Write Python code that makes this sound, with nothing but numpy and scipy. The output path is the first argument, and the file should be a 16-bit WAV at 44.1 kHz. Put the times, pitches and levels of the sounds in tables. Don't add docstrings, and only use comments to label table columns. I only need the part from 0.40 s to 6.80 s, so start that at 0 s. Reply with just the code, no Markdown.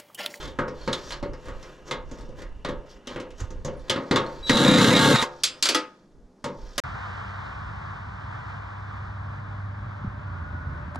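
import sys
import numpy as np
from scipy import signal
from scipy.fft import rfft, irfft, next_fast_len
from scipy.io import wavfile
from scipy.ndimage import map_coordinates

SR = 44100
rng = np.random.default_rng(int(sys.argv[2]) if len(sys.argv) > 2 else 0)


def master(y):
    cut = np.clip(np.atleast_2d(y).T, -1, 1)
    pcm = np.round(cut * 32767)
    wavfile.write(sys.argv[1], SR, pcm.astype(np.int16))


N = 282315
TIME_S, RING_S = np.arange(N) / SR, np.arange(SR // 2) / SR
ATTACK_SAMPLES = SR // 40
TRIGGER_S, FREE_S, RELEASE_S = 4.027, 4.762, 4.82
NOMINAL_TURNS_PER_S, BRAKE_DB_PER_S = 24.5, 660.5


def amp(db):
    return 10 ** (np.asarray(db) / 20)

def rms(x):
    return np.sqrt(np.mean(x ** 2) + 1e-20)

def unit(x):
    return x / rms(x)

def along(points, hz):
    freqs_hz, values = np.transpose(points)
    return np.interp(np.log(hz + 1), np.log(freqs_hz + 1), values)

def curve(rows):
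    return np.interp(TIME_S, *np.transpose(rows), left=0, right=0)

def since(start_s):
    return np.maximum(TIME_S - start_s, 0)

def wobble(knots_per_s):
    return map_coordinates(rng.standard_normal(1024), [TIME_S * knots_per_s], mode="wrap")

def decay(t60_s):
    return amp(-60 * RING_S / t60_s)

def butter(x, order, edge_hz, kind):
    return signal.sosfilt(signal.butter(order, edge_hz, kind, fs=SR, output="sos"), x)

def resonance(x, pitch_hz, q):
    return signal.lfilter(*signal.iirpeak(pitch_hz, q, SR), x)

def filtered(x, response):
    size = next_fast_len(x.shape[-1] + 8192)
    return irfft(rfft(x, size) * response(np.fft.rfftfreq(size, 1 / SR)), size)[..., :x.shape[-1]]

def noise(colour, size=len(RING_S)):
    return unit(filtered(rng.standard_normal((2, size)), lambda hz: amp(along(colour, hz))))

def played(force, response):
    return signal.fftconvolve(force[None], response / np.linalg.norm(response[0]), axes=1)[:, :N]

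def grains(per_s, spread_db):
    chance, size = rng.random(N), rng.standard_normal(N)
    return unit((chance < per_s / SR) * amp(spread_db * np.clip(size, -2, 2)) * rng.choice([-1, 1], N))

# freq_hz, side_minus_mid_db
PORT_WIDTH = [(30, -9), (60, -16), (120, -29), (250, -24), (500, -20), (1000, -16), (4000, -15),
              (9000, -10)]
def ports(pair):
    side = filtered(pair[1], lambda hz: amp(along(PORT_WIDTH, hz)))
    return np.array([pair[0] + side, pair[0] - side])


# time_s, gain_db
WIND_GAIN = [(0, -38), (0.6, -44.5), (0.85, -37), (1.2, -39.5), (1.42, -51.5), (1.7, -37.5), (2.1, -39.5),
             (2.35, -37.5), (2.6, -55), (3.25, -33.5), (3.62, -55), (4.25, -42), (4.72, -49.5), (5.65, -70),
             (5.79, -42.5), (5.95, -73), (6.25, -37), (6.4, -49)]
# freq_hz, density_db
WIND_SPECTRUM = [(15, -5), (30, 2), (60, -8), (110, -18.5), (250, -36), (600, -74.5), (2000, -120)]
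# centre_s, gain_db
MIC_BUMPS = [(3.022, -19.5), (3.042, -21)]
def wind(flutter_db=3, unshared_db=-10.5, bump_half_s=0.0034):
    strength = amp(np.interp(TIME_S, *np.transpose(WIND_GAIN)) + flutter_db * wobble(16))
    shared, unshared = noise(WIND_SPECTRUM, N)
    breeze = strength * (shared + np.array([[-1], [1]]) * amp(unshared_db) * unshared)
    push = lambda u: (u ** 2 - 1) * np.exp(-u ** 2 / 2)
    bumps = sum(amp(db) * push((TIME_S - centre_s) / bump_half_s) for centre_s, db in MIC_BUMPS)
    return amp([[-4], [0]]) * (breeze + bumps)

# freq_hz, density_db
AIR_SPECTRUM = [(53, -36.5), (90, -10.5), (130, -8.5), (186, 1.5), (488, -6), (718, -14.5), (834, -14.5),
                (1250, -21.5), (2540, -35.5), (6240, -34.5), (11000, -45.5), (15000, -65.5)]
def air(hiss_hz=2850, hiss_q=6.5, hiss_fade_start_s=3.1):
    narrow = lambda hz: 1 / (1 + (2 * hiss_q * (hz / hiss_hz - 1)) ** 4)
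    hiss = ports(unit(filtered(rng.standard_normal((2, N)), narrow)))
    return amp(-68.5 - 60 * since(hiss_fade_start_s)) * hiss + amp(-58) * ports(noise(AIR_SPECTRUM, N))

# freq_hz, density_db
YARD_SPECTRUM = [(100, -14), (1000, -1), (6000, -8), (14000, -13)]
def yard(x):
    return x + amp(-28.5) * played(x.mean(axis=0), noise(YARD_SPECTRUM) * decay(t60_s=0.51))


def ringing(modes, damping):
    return np.array([amp(db) * decay(t60_s / damping) * np.exp(2j * np.pi * hz * RING_S)
                     for hz, db, t60_s in modes])

def modal(waves, scatter_db=3.5):
    shape = (2, len(waves))
    weights = amp(scatter_db * rng.standard_normal(shape)) * np.exp(2j * np.pi * rng.random(shape))
    ring = (weights @ waves).real
    return ring / rms(ring[:, :ATTACK_SAMPLES])

def fine_modes(colour, t60_curve):
    hz, time_s, spectra = signal.stft(noise(colour), SR, nperseg=256)
    spectra = spectra * amp(-60 * time_s / along(t60_curve, hz)[:, None])
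    ring = signal.istft(spectra, SR, nperseg=256)[1][:, :len(RING_S)]
    return ring / rms(ring[:, :ATTACK_SAMPLES])

def sheet(waves, colour, t60_curve, modes_db, crack_db, crack_t60_s, contact_s):
    crack = amp(crack_db) * decay(crack_t60_s) * noise(colour)
    onset = 1 - np.exp(-(RING_S / contact_s) ** 2)
    return onset * (crack + fine_modes(colour, t60_curve) + amp(modes_db) * modal(waves))

def strikes(rows, new_blow, contact_gain, contact_q):
    out = np.zeros((2, N + SR))
    for start_s, *levels_db, contact_hz in rows:
        blow = new_blow()
        boom = butter(blow, 4, 700, "low")
        clang = butter(blow, 4, (700, 2800), "band")
        click = butter(blow, 4, 2800, "high")
        clang += 0.55 * contact_gain * resonance(clang, contact_hz, contact_q)
        click += contact_gain * resonance(click, contact_hz, contact_q)
        for band, db in zip((boom, clang, click), levels_db):
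            out[:, round(start_s * SR):][:, :len(RING_S)] += amp(db) * band / rms(band[:, :ATTACK_SAMPLES])
    return ports(out[:, :N])

# freq_hz, gain_db, base_t60_s
PANEL_MAIN_MODES = [(141, -4, .6), (246, -4, .3), (273, -3, .35), (331, -7, .35), (354, -6, .45),
                    (396, -8, .5), (424, -8, .45), (484, -5, .4), (508, 1, .5), (533, 0, .42),
                    (573, -1, .45), (698, -12, .4), (904, -6, .52), (1093, -9, .35), (1119, -8, .35),
                    (1203, -8, .35), (1246, -6, .35), (1276, -9, .35), (1429, -10, .35), (1639, -7, .35),
                    (1858, -10, .3), (2090, -11, .25), (2185, -11, .25)]
def panel_ring(force, damping, rise_s=0.034):
    modes = modal(ringing(PANEL_MAIN_MODES, damping), scatter_db=0)
    return played(force, ports(modes * np.minimum(RING_S / rise_s, 1)))

# freq_hz, t60_s
PANEL_T60 = [(150, 0.27), (500, 0.66), (1500, 0.3), (4000, 0.19), (8000, 0.12), (14000, 0.063)]
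def clatter(force, colour, t60_s, tail_db, rise_s=0.0005):
    burst = unit(noise(colour) * decay(t60_s))
    tail = amp(tail_db) * unit(fine_modes(colour, PANEL_T60))
    return played(force, ports(np.minimum(RING_S / rise_s, 1) * (burst + tail)))


# start_s, hold_s, pitch_hz, gain_db
BIT_SQUEAKS = [(0.41, 0.047, 4400, -52), (3.367, 0.039, 9460, -72), (3.861, 0.004, 4250, -39)]
def squeaks(half_width_hz=110):
    out = np.zeros((2, N))
    for start_s, hold_s, pitch_hz, db in BIT_SQUEAKS:
        narrow = lambda hz: np.exp(-((hz - pitch_hz) / half_width_hz) ** 2)
        tone = unit(filtered(rng.standard_normal((2, N)), narrow))
        end_s = start_s + hold_s
        out += amp(db) * tone * curve([(start_s, 0), (start_s + .005, 1), (end_s, .5), (end_s + .02, 0)])
    return ports(out)

# freq_hz, density_db
SCRATCH_SPECTRUM = [(300, -49), (1060, -16), (1800, -2), (2170, -27), (2310, -13), (3350, -2), (4570, -8),
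                    (5750, -5.5), (7500, -11.5), (9000, -21.5), (12900, -25), (15000, -60)]
# freq_hz, density_db
MURMUR_SPECTRUM = [(60, -22), (140, -3.5), (300, 0.5), (530, -7.5), (730, -10), (950, -8.5), (1600, -9),
                   (2600, -17.5), (5000, -45), (12000, -84.5)]
# peak_s,
# half_length_s, murmur_gain_db, scratch_gain_db, pitch_hz
SCRAPE_STROKES = [(-0.014, 0.062, -36.5, -39, 3490), (0.46, 0.092, -47, -53.5, 4500),
                  (0.592, 0.058, -41.5, -49.5, 5060), (0.702, 0.048, -40, -49, 5500),
                  (1.068, 0.062, -45.5, -57, 2200), (1.258, 0.082, -49, -57.5, 2280),
                  (1.487, 0.02, -37, -50.5, 6200), (1.76, 0.087, -50, -61.5, 5470),
                  (2, 0.031, -42, -55.5, 1990), (2.513, 0.035, -53, -57, 5100),
                  (2.729, 0.047, -35, -54.5, 3970), (3.009, 0.027, -40.5, -49, 6624),
                  (3.404, 0.021, -76, -78, 9400), (3.486, 0.0043, -33, -47.5, 3480),
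                  (3.87, 0.44, -46, -57.5, 4500), (4.085, 0.01296, -25, -35, 3990),
                  (5.043, 0.29, -48, -59, 5100), (6.357, 0.22, -49, -56.5, 5100)]
def scrapes():
    grit = clatter(grains(per_s=900, spread_db=2.5), SCRATCH_SPECTRUM, t60_s=0.04, tail_db=-1)
    resting = TIME_S < SCREW_SPEED[0][0]
    pressure, scratch = amp(-55) * resting, amp(-72) * resting * grit
    for peak_s, half_s, murmur_db, scratch_db, pitch_hz in SCRAPE_STROKES:
        offset = (TIME_S - peak_s) / half_s
        stroke = np.where(offset < 0, np.exp(-offset ** 2), 1 / np.cosh(np.minimum(1.32 * abs(offset), 20)))
        pressure += amp(murmur_db) * stroke
        scratch += amp(scratch_db) * stroke * unit(grit + 2 * resonance(grit, pitch_hz, q=4))
    slips = pressure * grains(per_s=300, spread_db=4)
    murmur = clatter(slips, MURMUR_SPECTRUM, t60_s=0.056, tail_db=-2.5)
    return scratch + amp(-5.5) * murmur + amp(-8) * panel_ring(slips, damping=3)

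# freq_hz, density_db
PANEL_SPECTRUM = [(59, -26), (100, -2), (258, -1.5), (394, -7.5), (541, -7), (742, -22), (917, -9.5),
                  (1960, -13), (2130, -14), (2370, -21), (3610, -16), (6810, -19), (12800, -39),
                  (15500, -54.5)]
# start_s, boom_db, clang_db, click_db, contact_hz
PANEL_KNOCKS = [(.027, -65, -44.5, -50, 5540), (.052, -46, -48, -56, 1760), (.076, -48, -56, -50, 3440),
                (.187, -27, -27.5, -49.5, 1480), (.279, -35, -43.5, -52.5, 5370),
                (.475, -26, -30.5, -42, 4230), (.531, -42.5, -39.5, -39, 3570),
                (.705, -53, -43, -41.5, 3170), (.720, -62, -40, -39, 4280), (.826, -29.5, -41, -51.5, 4260),
                (.933, -46, -49.5, -57, 5240), (1.055, -45, -50, -57, 1130),
                (1.083, -41.5, -42.5, -57, 1200), (1.227, -60, -53, -53, 5600),
                (1.510, -34.5, -32.5, -36, 3620), (1.712, -40, -52.5, -53.5, 6440),
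                (1.785, -43.5, -56, -60, 1210), (1.808, -46, -54, -59, 960), (1.889, -44, -70, -68.5, 1200),
                (1.990, -44.5, -53, -64, 1700), (2.018, -57, -49.5, -53.5, 1860),
                (2.247, -33.5, -33.5, -42.5, 3900), (2.286, -31.5, -44.5, -47.5, 3400),
                (2.671, -39.5, -46.5, -41, 3030), (2.759, -32, -40, -53, 3020),
                (2.799, -42, -49, -48.5, 2700), (2.904, -65, -63, -58, 2565),
                (3.002, -46, -48, -48.5, 7100), (3.104, -43, -55.5, -54.5, 6400),
                (3.247, -31, -45.5, -41.5, 6460), (3.278, -39, -44.5, -71, 3020),
                (3.498, -27.5, -29, -28.5, 3170), (3.559, -30, -33.5, -48.5, 4250),
                (3.710, -20, -26, -33, 4200), (3.758, -25.5, -23.5, -28, 3580),
                (3.863, -45.5, -47.5, -55.5, 4250), (4.096, -32.5, -27.5, -29, 4270),
                (6.041, -33.5, -35, -41.5, 902), (6.058, -34.5, -48, -54, 1090),
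                (6.379, -32.5, -30.5, -29, 12300)]
def panel_knocks():
    waves = ringing(PANEL_MAIN_MODES, damping=1)
    blow = lambda: sheet(waves, PANEL_SPECTRUM, PANEL_T60,
                         modes_db=-1, crack_db=1.5, crack_t60_s=0.038, contact_s=0.0008)
    return strikes(PANEL_KNOCKS, blow, contact_gain=2.7, contact_q=6.4)

# freq_hz, t60_s
CLACK_T60 = [(200, 0.053), (1500, 0.098), (4000, 0.11), (12000, 0.081)]
# start_s, boom_db, clang_db, click_db, contact_hz
BIT_CLACKS = [(.529, -48, -39, -29.5, 3600), (3.4965, -34.5, -45, -26, 3300),
              (4.0945, -26.5, -22.5, -28, 2020), (4.170, -42.5, -33, -30, 3800),
              (4.383, -37.5, -30.5, -29.5, 3700), (4.414, -34.5, -34.5, -31, 3800),
              (4.444, -34.5, -29.5, -32, 2100), (4.571, -38, -30.5, -30, 3700),
              (4.757, -43.5, -30.5, -28.5, 3900), (4.824, -29, -25.5, -31.5, 994)]
def bit_clacks():
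    waves = ringing(PANEL_MAIN_MODES, damping=1.9)
    blow = lambda: sheet(waves, PANEL_SPECTRUM, CLACK_T60,
                         modes_db=-9, crack_db=6, crack_t60_s=0.022, contact_s=0.0003)
    return strikes(BIT_CLACKS, blow, contact_gain=3.4, contact_q=4.5)

# freq_hz, gain_db, base_t60_s
STIFF_STEEL_MODES = [(926, -19, .36), (1233, -19, .36), (1389, -15, .45), (1560, -12, .3), (2234, -19, .35),
                     (2466, -13, .26), (2600, -13, .3), (2815, -10, .33), (3101, -11, .3), (3246, -9, .22),
                     (3465, -1, .23), (3854, -6, .24), (3946, -2, .14), (4479, 0, .2), (4690, -2, .14),
                     (4985, -9, .36), (5626, -3, .14), (6126, -9, .14), (6575, -4, .19), (6891, -8, .2),
                     (7477, -4, .22), (7827, -13, .28), (8366, -17, .33), (8900, -19, .26),
                     (10100, -21, .2), (11400, -20, .16)]
# freq_hz, gain_db, base_t60_s
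THIN_PLATE_MODES = [(312, -11, .31), (501, -8, .31), (872, -13, .31), (1254, 1.5, .32), (1330, -9, .3),
                    (1647, -11, .28), (1954, -9, .18), (2864, -6, .11), (3413, -2, .12), (4883, -12, .14),
                    (6089, -6, .08)]
# freq_hz, density_db
STEEL_SPECTRUM = [(88, -72.5), (150, -18.5), (303, 7), (438, -2), (522, 3), (801, -10.5), (1230, 1),
                  (1470, 1.5), (2080, -3), (3320, 1.5), (4630, 6.5), (12000, -10), (15800, -35)]
# freq_hz, t60_s
STEEL_T60 = [(300, 0.33), (1500, 0.31), (4000, 0.18), (8000, 0.14), (14000, 0.075)]
# start_s, boom_db, clang_db, click_db, contact_hz
SCREW_BOUNCES = [(5.035, -55, -35.5, -19.5, 3395), (5.225, -45, -33, -20, 4450),
                 (5.255, -43.5, -28.5, -24, 4540), (5.288, -33, -28.5, -23, 3200),
                 (5.346, -28.5, -22, -25, 4800)]
def falling_screw():
    steel, plate = ringing(STIFF_STEEL_MODES, damping=1.12), ringing(THIN_PLATE_MODES, damping=1.05)
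    glance = lambda: sheet(steel, STEEL_SPECTRUM, STEEL_T60,
                           modes_db=-4.5, crack_db=2.5, crack_t60_s=0.035, contact_s=0.0004)
    landing = lambda: sheet(plate, STEEL_SPECTRUM, STEEL_T60,
                            modes_db=-0.5, crack_db=1, crack_t60_s=0.05, contact_s=0.0008)
    glances = strikes(SCREW_BOUNCES[:-1], glance, contact_gain=0.149, contact_q=8.6)
    return glances + strikes(SCREW_BOUNCES[-1:], landing, contact_gain=0.28, contact_q=7.5)


# time_s, turns_per_s
SCREW_SPEED = [(4.096, 3), (4.16, 8), (4.206, 20.5), (4.283, 31.5), (4.505, 31.5), (4.53, 34.5),
               (4.73, 37.3), (4.9, 30)]
def rattle_gain(free_drop_db=4.5):
    pace = curve(SCREW_SPEED) / NOMINAL_TURNS_PER_S
    return pace ** 0.14 * amp(-20 - free_drop_db * (TIME_S > FREE_S) - BRAKE_DB_PER_S * since(RELEASE_S))

def motor_current(switch_on_s=0.003, first_duty=0.087, duty_per_s=1 / 0.24, no_load_turns_per_s=40):
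    running_s = since(TRIGGER_S)
    duty = np.minimum(running_s / switch_on_s, 1) * np.minimum(first_duty + duty_per_s * running_s, 1)
    draw = np.maximum(1 - curve(SCREW_SPEED) / no_load_turns_per_s, 0)
    return duty * draw * amp(-BRAKE_DB_PER_S * since(RELEASE_S))

# harmonic, gain_db
WHISTLE_HARMONICS = [(1, 0), (2, -27), (3, -37)]
def motor_whistle(switching_hz=3897.5, stall_db=-21.5):
    load = rattle_gain()
    swell, sway = noise([(1, -19), (120, -4), (400, -22), (2000, -120)], N) * load / load.max()
    phase = 2 * np.pi * switching_hz * TIME_S + 0.45 * sway
    tone = sum(amp(db) * np.sin(harmonic * phase) for harmonic, db in WHISTLE_HARMONICS)
    return amp(stall_db) * motor_current() * unit(tone) * (1 + 0.36 * swell)

def chatter(turns, per_turn=7, spread_db=2.5):
    count = int(turns[-1] * per_turn)
    slip, size, side = rng.standard_normal((count, 3)).T
    knock_turns = np.clip((np.arange(count) + .5 + .25 * slip) / per_turn, .01, turns[-1])
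    blows = unit(np.sign(side) * amp(spread_db * np.clip(size, -1.5, 1.5)))
    force = np.bincount(np.searchsorted(turns, knock_turns), blows, N)
    return force * np.sqrt(SR / (per_turn * NOMINAL_TURNS_PER_S))

def denting(force, pitch_hz=231.7, rise_s=0.003):
    swing = RING_S * np.exp(-RING_S / rise_s) * np.cos(2 * np.pi * pitch_hz * RING_S)
    dent = butter(swing, 2, 110, "high")
    return played(force, np.array([dent, dent]))

# freq_hz, width_hz, gain_db
BENDING_MODES = [(124, 20, 1), (153, 20, -2), (212, 30, 3), (246, 25, -3), (280, 22, -1), (335, 26, -2),
                 (396, 18, -10), (423, 16, -7), (480, 26, -3), (508, 24, -1), (536, 20, -4), (572, 20, -2)]
def thumping(force, scatter_db=2):
    bend = np.zeros(len(RING_S))
    for k, (hz, width_hz, db) in enumerate(BENDING_MODES):
        strength = (-1) ** k * amp(db + scatter_db * rng.standard_normal()) * width_hz
        bend += strength * np.exp(-np.pi * width_hz * RING_S) * np.sin(2 * np.pi * hz * RING_S)
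    bend = butter(bend, 3, (100, 680), "band")
    return played(force, np.array([bend, bend]))

# freq_hz, width_hz, gain_db
TOOL_MODES = [(750, 30, -11), (904, 20, 2), (1100, 28, 2), (1235, 34, -2), (1320, 36, -4), (1410, 24, -5),
              (1520, 22, -8), (1640, 16, -3), (1858, 20, -4), (2085, 30, -1), (2185, 16, -4),
              (2500, 36, -9), (2760, 24, -7), (3050, 45, -4), (3500, 90, -1), (3720, 80, 3), (3850, 80, 2),
              (4030, 70, 1), (4400, 90, -2), (4910, 35, -13), (5420, 64, -11), (6200, 40, -14),
              (6870, 180, -9), (7570, 110, -14), (8450, 130, -18), (9200, 120, -18)]
def rattling(force):
    waves = np.array([amp(db) * np.sqrt(width_hz) * np.exp((2j * np.pi * hz - np.pi * width_hz) * RING_S)
                      for hz, width_hz, db in TOOL_MODES])
    return played(force, ports(modal(waves)))

# time_s, gain_db
THREAD_GRIP = [(4.096, 0.5), (4.24, -2), (4.29, -1), (4.47, -1.5), (4.6, -4), (4.69, -1.5), (4.732, -2.5),
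               (4.765, -31), (4.9, -59.5)]
# freq_hz, density_db
RATTLE_SPECTRUM = [(380, -34.5), (650, -1.5), (1090, 4.5), (1600, 4), (2100, -3.5), (2450, -3.5),
                   (3230, -1.5), (3840, -3.5), (4820, -7.5), (6000, -11), (7300, -6.5), (8300, -16.5),
                   (10700, -19), (13800, -31), (15800, -62.5)]
# freq_hz, density_db
SNAP_SPECTRUM = [(300, -51), (1200, -1.5), (2900, -7.5), (3800, 7.5), (4800, -7.5), (7000, -9), (9000, -19),
                 (12000, -17.5), (15500, -46.5)]
def unscrewing():
    grip, rattle = amp(curve(THREAD_GRIP) - 14), rattle_gain()
    speed = curve(SCREW_SPEED)
    turns = np.cumsum(speed) / SR
    turn_index = np.ceil(turns).astype(int)
    catches = np.diff(turn_index, prepend=0) * np.sqrt(SR / NOMINAL_TURNS_PER_S)
    bite = amp(3 * np.cos(2 * np.pi * (turns - .15))) * (speed / NOMINAL_TURNS_PER_S) ** .25
    shake = grip * (amp(-8) * catches + amp(-7) * bite * grains(per_s=700, spread_db=3))
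    knocks = rattle * (.2 * catches + .7 * chatter(turns) + .62 * grains(per_s=700, spread_db=2.5))
    out = amp(-5.5) * denting(grip * catches)
    spot = rng.integers(3, size=64)[turn_index]
    for k in range(3):
        here = spot == k
        out += thumping(shake * here) + amp(-4.5) * rattling(knocks * here)
        out += amp(-5) * clatter(knocks * here, RATTLE_SPECTRUM, t60_s=0.05, tail_db=-4)
    snaps = rattle * amp(3 * wobble(30)) * (catches + .5 * grains(per_s=60, spread_db=4))
    out += amp(-17) * clatter(snaps, SNAP_SPECTRUM, t60_s=0.025, tail_db=-14)
    out += amp(-10.5) * panel_ring(knocks, damping=1)
    return butter(out, 4, 13800, "low")


# freq_hz, left_minus_right_db
PORT_BALANCE = [(150, 2.5), (380, 1), (1200, 0), (2400, -1.5), (4400, 0), (8000, 0)]
# freq_hz, left_lead_rad
PORT_PHASE = [(100, 0), (500, -.25), (1700, -.58), (2500, -.55), (6000, -.35), (12000, -.3)]
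def scene():
    work = panel_knocks() + bit_clacks() + unscrewing() + motor_whistle() + falling_screw()
    work += scrapes() + squeaks()
    half = np.array([[0.5], [-0.5]])
    placement = lambda hz: amp(half * along(PORT_BALANCE, hz)) * np.exp(1j * half * along(PORT_PHASE, hz))
    return filtered(yard(work), placement) + wind() + air()

def record(dry, top_hz=15800):
    return filtered(dry, lambda hz: hz < top_hz)


dry = scene()
out = record(dry)
master(out)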